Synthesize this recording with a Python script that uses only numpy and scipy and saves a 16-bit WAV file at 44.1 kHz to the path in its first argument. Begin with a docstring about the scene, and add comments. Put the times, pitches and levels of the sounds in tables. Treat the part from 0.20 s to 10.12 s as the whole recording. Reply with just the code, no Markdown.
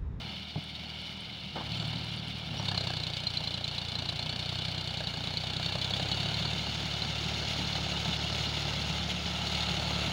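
"""A flooded field, open and without reverberation: a three-cylinder diesel tractor drags a tiller, closing from
about 17 m to 11 m from the microphone. It runs light, takes up the load, lugs down with hard combustion knock
and regains its speed. Every firing drives the exhaust note, a bark from the stack and a knock in the block.
Gears and valves clatter throughout; later the tiller drones, throws mud and once strikes with a dull thump.
Close to the microphone are a double dull thump and faint ticks of wet mud."""
import sys
import numpy as np
from scipy import signal
from scipy.fft import rfft, irfft, next_fast_len
from scipy.io import wavfile
from scipy.ndimage import map_coordinates

SR = 44100
rng = np.random.default_rng(int(sys.argv[2]) if len(sys.argv) > 2 else 0)


def master(y):
    """Save y as 16-bit WAV."""
    cut = np.clip(np.atleast_2d(y).T, -1, 1)
    pcm = np.round(cut * 32767)  # scale
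    wavfile.write(sys.argv[1], SR, pcm.astype(np.int16))


N = 437472

# engine speed (time [s], firing rate [Hz])
FIRING_RATE = [(0.0, 39.83), (0.54, 38.6), (1.2, 39.15), (1.47, 37.32), (2.16, 38.45), (2.53, 32.72),
               (2.84, 29.81), (3.64, 29.01), (3.98, 29.39), (4.51, 31.75), (4.96, 29.58), (5.83, 33.58),
               (6.29, 37.35), (6.74, 36.54), (7.03, 37.42), (7.36, 36.35), (8.27, 36.94), (8.55, 36.14),
               (8.68, 36.94), (9.92, 36.6)]
# firings that knock extra hard and ping (time [s], level [dB], ping pitch [Hz])
HARD_FIRINGS = [(2.4843, -19.5, 3700), (2.577, -18.5, 4180), (2.6075, -24, 4150), (2.8363, -25, 4100),
                (3.0685, -15, 4180), (3.1712, -18.5, 4060), (3.2387, -26, 4060), (3.273, -23, 4170),
                (3.3408, -21, 4060), (3.4418, -21, 4030), (3.5834, -21.5, 4000), (3.7544, -26, 4030),
                (3.8886, -18, 3970), (5.171, -21.5, 4230), (5.5228, -26, 3530), (5.6143, -25, 4030),
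                (5.736, -21, 3350), (5.9165, -21, 3850), (6.1414, -24, 4150), (6.8199, -19.5, 4110)]
# valve and tappet level; every level law lists (base [dB], per doubling of load [dB],
# per extra firing a second [dB], per halving of distance [dB])
CLATTER_LAW = (-36, 1.5, -0.01, 7.5)


def exhaust_note(speed, turns, lag=0.11, flutter_db=0.54, uneven_db=-10.5):
    """Low orders of the firing rate; those in the pipe's resonance boom under load."""
    # resonance of the pipe (frequency [Hz], gain [dB])
    pipe = [(55, -14), (88, 1), (115, 2.5), (140, 1.5), (153, 1.5), (166, -3.5), (190, -15.5), (235, -26.5),
            (300, -21), (400, -32)]
    # steady orders while the engine runs light (multiple of the firing rate, level [dB])
    light_orders = [(1, -77), (5, -55), (6, -70), (7, -69), (8, -89)]
    # level laws of the second order and the boom (columns as CLATTER_LAW [dB])
    second_law = (-41.5, 2.5, 0.5, 13)
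    boom_law = (-38.5, 9, 0.39, 2.5)
    throb = [(100, -7), (135, -10), (165, 1.5), (185, 5.5), (215, -37)]  # (frequency [Hz], gain [dB])
    angle = 2 * np.pi * (turns - lag)  # the gas pulse leaves the stack just after the firing
    boom = sum(amp(along(pipe, k * speed)) * np.cos(k * angle) for k in range(3, 9))
    cycle = (angle - 4 * np.pi) / 3
    for third in (10, 11, 13, 14, 16, 17):  # unequal cylinders add lines between the orders
        gain = amp(uneven_db + along(throb, third * speed / 3))
        boom += gain * np.cos(third * cycle + .7 * wobble(5))
    boom *= amp(level(boom_law) + flutter_db * wobble(30))
    second = amp(level(second_law)) * np.cos(2 * angle)
    running_light = np.clip(speed - 37, 0, 1)
    light_note = running_light * sum(amp(db) * np.cos(round(k) * angle) for k, db in light_orders)
    return np.sqrt(2) * (second + boom + light_note)


def exhaust_gas(firings, surge_s=2.6, surge_width_s=.19):
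    """Each puff rumbles in the silencer and barks at the mouth of the stack."""
    # spectra of silencer and stack (frequency [Hz], relative level [dB])
    silencer = [(25, -13), (50, -19.5), (75, -6), (120, -5.5), (165, 3), (195, 0), (230, -4), (300, -8.5),
                (420, -30.5), (700, -46)]
    stack = [(200, -16), (340, -6.5), (460, -5.5), (660, -0.5), (880, -4), (1130, -8.5), (1400, -15),
             (1700, -6), (1950, -24), (2400, -35)]
    # their level laws (columns as CLATTER_LAW [dB])
    rumble_law = (-41, 3.5, -0.02, 5.5)
    bark_law = (-40, 11, -0.94, 17.5)
    # the stack barks hardest as the governor first opens fully
    surge_db = 7 * np.exp(-((np.arange(N) / SR - surge_s) / surge_width_s) ** 2)
    scatter = rng.standard_normal(len(firings))
    puffs = bursts(firings - .001, 2.6 * scatter, rise_s=0.0085, decay_s=0.022)
    rumble = coloured(puffs * rng.standard_normal(N), silencer) * amp(level(rumble_law))
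    barks = bursts(firings - .002, 3.1 * scatter, rise_s=0.001, decay_s=0.0058)
    return rumble + coloured(barks * rng.standard_normal(N), stack) * amp(level(bark_law) + surge_db)


def knock(firings, rattle_db=-2.5, ring_db=-3, cylinder_db=1.54, usual_peak_db=-28):
    """Combustion shakes the block with a cluster of impacts and sets it ringing."""
    # how hard combustion knocks, flaring as the engine is dragged down (time [s], level [dB])
    knocking = [(0, -63), (1.3, -55.5), (1.6, -44), (2.28, -56), (2.48, -37.5), (3.1, -40.5), (4.35, -39.5),
                (4.85, -41.5), (5.2, -39.5), (5.9, -37.5), (6.4, -43.5), (8.6, -42.5), (9.0, -50),
                (9.35, -38.5), (9.92, -43.5)]
    # spectrum of the impacts (frequency [Hz], relative level [dB])
    impacts = [(1500, -42), (1950, -11.5), (2250, -8), (2880, 1.5), (3200, -4), (3600, 5.5), (4100, 3),
               (4600, 3.5), (5300, -11.5), (7300, -15.5), (8600, -23), (11000, -30), (13500, -64)]
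    knock_db, = curves(knocking)
    cylinders = np.resize([0, 1, -1], len(firings))  # one cylinder knocks hardest
    sizes_db = cylinder_db * cylinders + 0.78 * rng.standard_normal(len(firings))
    for s, peak_db, _ in HARD_FIRINGS:
        sizes_db[np.argmin(abs(firings - s))] = 0.23 * (peak_db - usual_peak_db)
    blows = bursts(firings - .0028, sizes_db, rise_s=0.002, decay_s=0.007)
    blows *= ticks(per_second=14000, spread_db=2.5)
    rattle = coloured(blows, impacts)
    # the recorder adds a faint fizz near 15 kHz that pulses with each knock
    recorder_fizz = amp(-36) * coloured(blows, [(13800, -30), (14800, -6), (15700, -2)])
    # harder blows put a larger share into the ringing
    ring = block_ring(firings - .0025, 1.35 * sizes_db, detune=.022, scatter_db=5)
    return (amp(rattle_db) * (rattle + recorder_fizz) + amp(ring_db) * ring) * amp(knock_db)


def block_ring(starts, sizes_db, detune, scatter_db):
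    """Each blow rings the block's modes at new strengths and slightly new pitches; rms 1."""
    # modes of the engine block (frequency [Hz], relative level [dB], t60 [s])
    modes = [(2283, -10.5, 0.049), (2872, -6, 0.08), (3130, -3.5, 0.033), (3540, -2, 0.073),
             (3850, -15, 0.015), (4087, 7, 0.022), (4317, -4, 0.13), (4540, -38, 0.019)]
    t = np.arange(SR // 20) / SR
    chance = rng.standard_normal((len(starts), 3, len(modes), 1))
    rings = 0
    for k, (hz, db, t60) in enumerate(modes):
        strength, pitch, phase = chance[:, 0, k], chance[:, 1, k], chance[:, 2, k]
        fade = amp(db - 60 * t / t60) * (1 - np.exp(-t / 0.0018))
        tone = np.sin(2 * np.pi * (hz * (1 + detune * pitch) * t + phase))
        rings += amp(scatter_db * np.clip(strength, -2, 1)) * fade * tone
    rings *= amp(sizes_db)[:, None]
    samples = np.clip(starts * SR, 0, N).astype(int)[:, None] + np.arange(len(t))
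    return unit(np.bincount(samples.ravel(), rings.ravel(), N)[:N])


def pings(gain_db=0.5, rise_s=0.0015, t60_s=0.035):
    """A hard firing sets the gas in the cylinder ringing at one pitch."""
    track, t = np.zeros(N), np.arange(SR // 20) / SR
    fade = amp(gain_db - 60 * t / t60_s) * (1 - np.exp(-(t / rise_s) ** 2))
    for s, db, hz in HARD_FIRINGS:
        add(track, s - .001, amp(db) * fade * np.sin(2 * np.pi * hz * t))
    return track


def running_gear(turns):
    """Valves and gears tick without pause; the colour opens as the tractor nears the microphone."""
    # spectra of gears and of far and near valves (frequency [Hz], relative level [dB])
    gear_colour = [(200, -18.5), (335, 4), (480, -1), (750, 2.5), (950, 0), (1120, -6), (1330, 0.5),
                   (1650, -4), (1880, -4), (2300, -59)]
    far_colour = [(1600, -44), (1930, -14.5), (2150, -1), (2400, -4), (2600, -6.5), (2950, 4.5),
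                  (3250, -2.5), (3530, 3), (3950, -5.5), (4400, -5.5), (4900, -8.5), (5400, -13.5),
                  (6500, -46)]
    near_colour = [(1600, -36), (1930, -2), (2150, 4.5), (2400, 2), (2950, 7), (3500, 5.5), (3950, 7),
                   (4400, -10), (4900, -4), (5400, -64), (6500, -2)]
    # valve hiss, topped by the recorder's thin fizz near 15 kHz (frequency [Hz], relative level [dB])
    hiss_colour = [(4500, -27), (5500, 0), (6400, -8.5), (8100, -17), (9800, -15), (11500, -21),
                   (13800, -31), (15000, -15.5), (15700, -15.5)]
    # level laws of gears and hiss (columns as CLATTER_LAW [dB])
    gear_law = (-41, 3.5, 0.07, 9.5)
    hiss_law = (-53, 2.1, -0.07, 11.5)
    near = np.clip((np.arange(N) / SR - 4.5) / 3, 0, 1)  # crossfade from 4.5 to 7.5 s
    closing_db = 0.81 * np.cos(4 * np.pi * (turns - .3))  # two valves close per firing
    valves = unit(amp(closing_db + 1.73 * wobble(60)))
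    ticking = lambda: ticks(per_second=7000, spread_db=1.5)
    far_clatter = np.sqrt(1 - near) * coloured(valves * ticking(), far_colour)
    near_clatter = np.sqrt(near) * coloured(valves * ticking(), near_colour)
    clatter = (far_clatter + near_clatter) * amp(level(CLATTER_LAW) - 2)
    gears = coloured(ticking(), gear_colour) * amp(level(gear_law))
    hiss = coloured(valves * rng.standard_normal(N), hiss_colour) * amp(level(hiss_law))
    return clatter + gears + hiss


def tappets(turns, gain_db=-5.5):
    """Tappets and injectors strike three times per firing, each blow ringing the block."""
    beats = np.arange(1, turns[-1], 1 / 3)
    timing, strength = rng.standard_normal((len(beats), 2)).T
    starts = np.interp(beats + .08 * timing, turns, np.arange(N) / SR)
    rings = block_ring(starts, 3 * strength, detune=.04, scatter_db=7)
    rings = coloured(rings, [(2000, 3.5), (3000, 5), (4000, -2), (5000, 1)])
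    return unit(rings) * amp(level(CLATTER_LAW) + gain_db)


def tiller(turns, cycles_per_firing=4.87, hood_db=-7):
    """The drive hums in step with the engine while the blades fling wet mud against the hood."""
    # the tiller comes out from behind the tractor (time [s], hum level [dB], spray level [dB])
    emerging = [(5.5, -78, -83), (6.3, -71, -53), (7.1, -65, -49), (7.4, -53, -47), (7.7, -43, -48.5),
                (8.35, -56, -45.5), (8.85, -44, -48.5), (9.92, -42, -51)]
    # spectra of the pelted sheet-steel hood and the mud spray (frequency [Hz], relative level [dB])
    hood_colour = [(200, -19), (340, 3), (520, -11), (700, -8.5), (830, 20), (1080, -8), (1320, 16.5),
                   (1550, -33), (2200, -43)]
    spray_colour = [(2000, -46), (3500, 0), (5000, 10.5), (6100, 0.5), (7100, -12), (8300, -27),
                    (12000, -32)]
    hum_db, spray_db = curves(emerging)
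    angle = 2 * np.pi * cycles_per_firing * turns + 0.69 * wobble(7)
    hum = np.sqrt(2) * (np.sin(angle) + amp(-12) * np.sin(angle / 2))
    hum *= amp(hum_db + 0.37 * wobble(12))
    hood = coloured(ticks(per_second=1400, spread_db=1.5), hood_colour)
    hood *= amp(hum_db + hood_db + 1.6 * wobble(12))
    spray = coloured(ticks(per_second=4600, spread_db=9), spray_colour) * amp(spray_db + wobble(14))
    return hum + hood + spray


def thumps(puff_db=-5):
    """Soft thumps, first a double one near the microphone, later a single one as the tiller strikes: a low tone
    with a puff of noise."""
    # dull blows (time [s], level [dB], pitch [Hz], t60 [s])
    blows = [(.359, -18, 150, 0.034), (0.377, -26.5, 114, 0.053), (7.391, -29, 179, 0.15)]
    # spectrum of the puff (frequency [Hz], relative level [dB])
    puff_colour = [(80, -18), (150, 6), (300, -3), (520, -10), (750, -9), (1100, -20), (1600, -47)]
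    tones, puffs = np.zeros((2, N))
    t = np.arange(SR // 4) / SR
    for s, db, hz, t60 in blows:
        fade = amp(db - 60 * t / t60) * (1 - np.exp(-t / 0.0012))
        add(tones, s, fade * np.sin(2 * np.pi * hz * t))
        add(puffs, s - .002, amp(puff_db) * fade)
    tones = signal.sosfilt(signal.butter(2, 75, 'highpass', fs=SR, output='sos'), tones)
    return tones + coloured(puffs * rng.standard_normal(N), puff_colour)


def coughs():
    """The stack coughs twice as fuel comes on."""
    # puffs of gas (time [s], level [dB], t60 [s])
    puffs = [(1.353, -30.5, 0.2), (1.402, -32.5, 0.091)]
    # their spectrum (frequency [Hz], relative level [dB])
    colour = [(100, -13), (260, 4.5), (500, -2), (800, 6), (1400, -6), (2000, -11), (4000, -35)]
    gas, t = np.zeros(N), np.arange(SR // 4) / SR
    for s, db, t60 in puffs:
        add(gas, s, amp(db - 60 * t / t60) * (1 - np.exp(-t / 0.0095)))
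    return coloured(gas * rng.standard_normal(N), colour)


def squeaks():
    """Dry metal joints in the linkage chirp briefly."""
    # chirps (time [s], level [dB], pitch [Hz], length [s])
    chirps = [(1.602, -61, 7350, 0.069), (2.391, -43, 5640, 0.029)]
    track, t = np.zeros(N), np.arange(N) / SR
    for s, db, hz, length in chirps:
        swell = amp(db) * np.exp(-(2 * (t - s) / length) ** 2)
        track += swell * np.sin(2 * np.pi * hz * t + wobble(360))
    return track


def mud_ticks(t60_s=.025):
    """Tiny bubbles burst in the wet mud close to the microphone."""
    # bursting bubbles (time [s], relative level [dB])
    bubbles = [(0.4387, -50), (0.8164, -54), (1.006, -52), (1.5702, -54), (1.6749, -51), (1.845, -52),
               (1.9618, -50), (2.081, -49), (2.1858, -55)]
    track, t = np.zeros(N), np.arange(SR // 20) / SR
    for s, db in bubbles:
        add(track, s, amp(db - 3 - 60 * t / t60_s) * rng.standard_normal(len(t)))
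    return coloured(track, [(6000, -16), (8500, 2), (10500, 0), (12500, -25), (15500, -12)])


def ground_echo(x, lag_ms=1.409, ms_per_halving=0.2, strength=0.11):
    """The path by way of the water lags more as the tractor nears, so its comb of notches slides down."""
    delay_ms = lag_ms + ms_per_halving * nearness()
    echo = map_coordinates(x, [np.arange(N) - delay_ms * SR / 1000])
    return (x + strength * echo) / np.sqrt(1 + strength ** 2)


def nearness(reference_m=12):
    """How many times the distance to the microphone has halved, counted from the reference."""
    # the tractor's approach (time [s], distance [m])
    approach = [(0, 16.7), (3, 19), (5, 16.7), (6.5, 12.82), (9.92, 10.84)]
    metres, = curves(approach)
    return np.log2(reference_m / metres)


def level(law, governed_hz=37):
    """A part's level in dB at the microphone, from the engine's load, speed and distance."""
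    # light running, a first bite, the full pull, then steady work (time [s], share of full load [0-1])
    engine_load = [(0, 0.48), (.22, 0.14), (.65, 0.26), (1.3, 0.19), (1.58, 0.8), (1.85, 0.57),
                   (2.25, 0.49), (2.45, 1), (2.95, 0.64), (4.1, 0.65), (4.4, .78), (4.95, 0.6), (5.6, 0.74),
                   (6.1, .8), (6.4, 0.55), (8.6, 0.59), (9.0, 0.41), (9.5, 0.56), (9.92, 0.65)]
    base_db, per_load, per_speed, per_halving = law
    load, = curves(engine_load)
    speed, = curves(FIRING_RATE)
    engine_db = base_db + per_load * np.log2(load) + per_speed * (speed - governed_hz)
    return engine_db + per_halving * nearness()


def amp(db):
    """Decibels to gain."""
    return 10 ** (np.asarray(db) / 20)


def unit(x):
    """Scale to rms 1."""
    return x / np.sqrt(np.mean(x ** 2) + 1e-20)


def along(points, hz):
    """Interpolate (frequency [Hz], value) points on a log axis."""
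    f, v = np.transpose(points)
    return np.interp(np.log(hz + 1), np.log(f), v)


def curves(rows):
    """One value per sample for each column after the time."""
    s, *cols = np.transpose(rows)
    return [np.interp(np.arange(N) / SR, s, c) for c in cols]


def wobble(rate):
    """A smooth random curve, rate knots a second."""
    knots = rng.standard_normal(int(N * rate / SR) + 4)
    return map_coordinates(knots, [np.arange(N) * rate / SR])


def coloured(x, spectrum):
    """Causal filter of unit power gain that falls away outside its (frequency [Hz], level [dB]) points."""
    m = next_fast_len(N + SR // 4, real=True)
    hz = np.fft.rfftfreq(m, 1 / SR)
    closed = [(spectrum[0][0] / 2, -90), *spectrum, (spectrum[-1][0] * 2, -90)]
    cepstrum = irfft(np.log(unit(amp(along(closed, hz)))), m)
    cepstrum[1:m // 2] *= 2  # fold to minimum phase
    cepstrum[m // 2 + 1:] = 0
    return irfft(rfft(x, m) * np.exp(rfft(cepstrum)), m)[:N]


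def ticks(per_second, spread_db):
    """Random tiny impacts of uneven size, rms 1."""
    impacts = (rng.random(N) < per_second / SR) * rng.standard_normal(N)
    return unit(impacts * amp(spread_db * np.clip(rng.standard_normal(N), -2, 2)))


def bursts(starts, sizes_db, rise_s, decay_s):
    """An envelope of rms 1 with one swell at each start."""
    t = np.arange(SR // 12) / SR
    blows = np.bincount(np.clip(starts * SR, 0, N - 1).astype(int), amp(sizes_db), N)
    swell = (1 - np.exp(-(t / rise_s) ** 2)) * np.exp(-t / decay_s)
    return unit(signal.fftconvolve(blows, swell)[:N])


def add(track, s, sound):
    """Mix a sound into a track at time s."""
    part = track[max(round(s * SR), 0):][:len(sound)]
    part += sound[:len(part)]


def scene():
    """One microphone in the open field; engine and tiller follow one crankshaft."""
    speed, = curves(FIRING_RATE)
    turns = np.cumsum(speed) / SR  # a firing at every whole number
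    firings = np.interp(np.arange(1, turns[-1]), turns, np.arange(N) / SR)
    clatter = exhaust_gas(firings) + knock(firings) + tappets(turns) + running_gear(turns)
    engine = exhaust_note(speed, turns) + ground_echo(clatter) + pings()
    return (engine + tiller(turns) + thumps() + coughs() + squeaks() + mud_ticks())[None]


def record(dry, top_hz=15800):
    """The recorder keeps nothing above its band limit."""
    m = next_fast_len(N + SR // 4)
    passband = np.fft.rfftfreq(m, 1 / SR) < top_hz
    return irfft(rfft(dry, m) * passband, m)[..., :N]


dry = scene()
out = record(dry)
master(out)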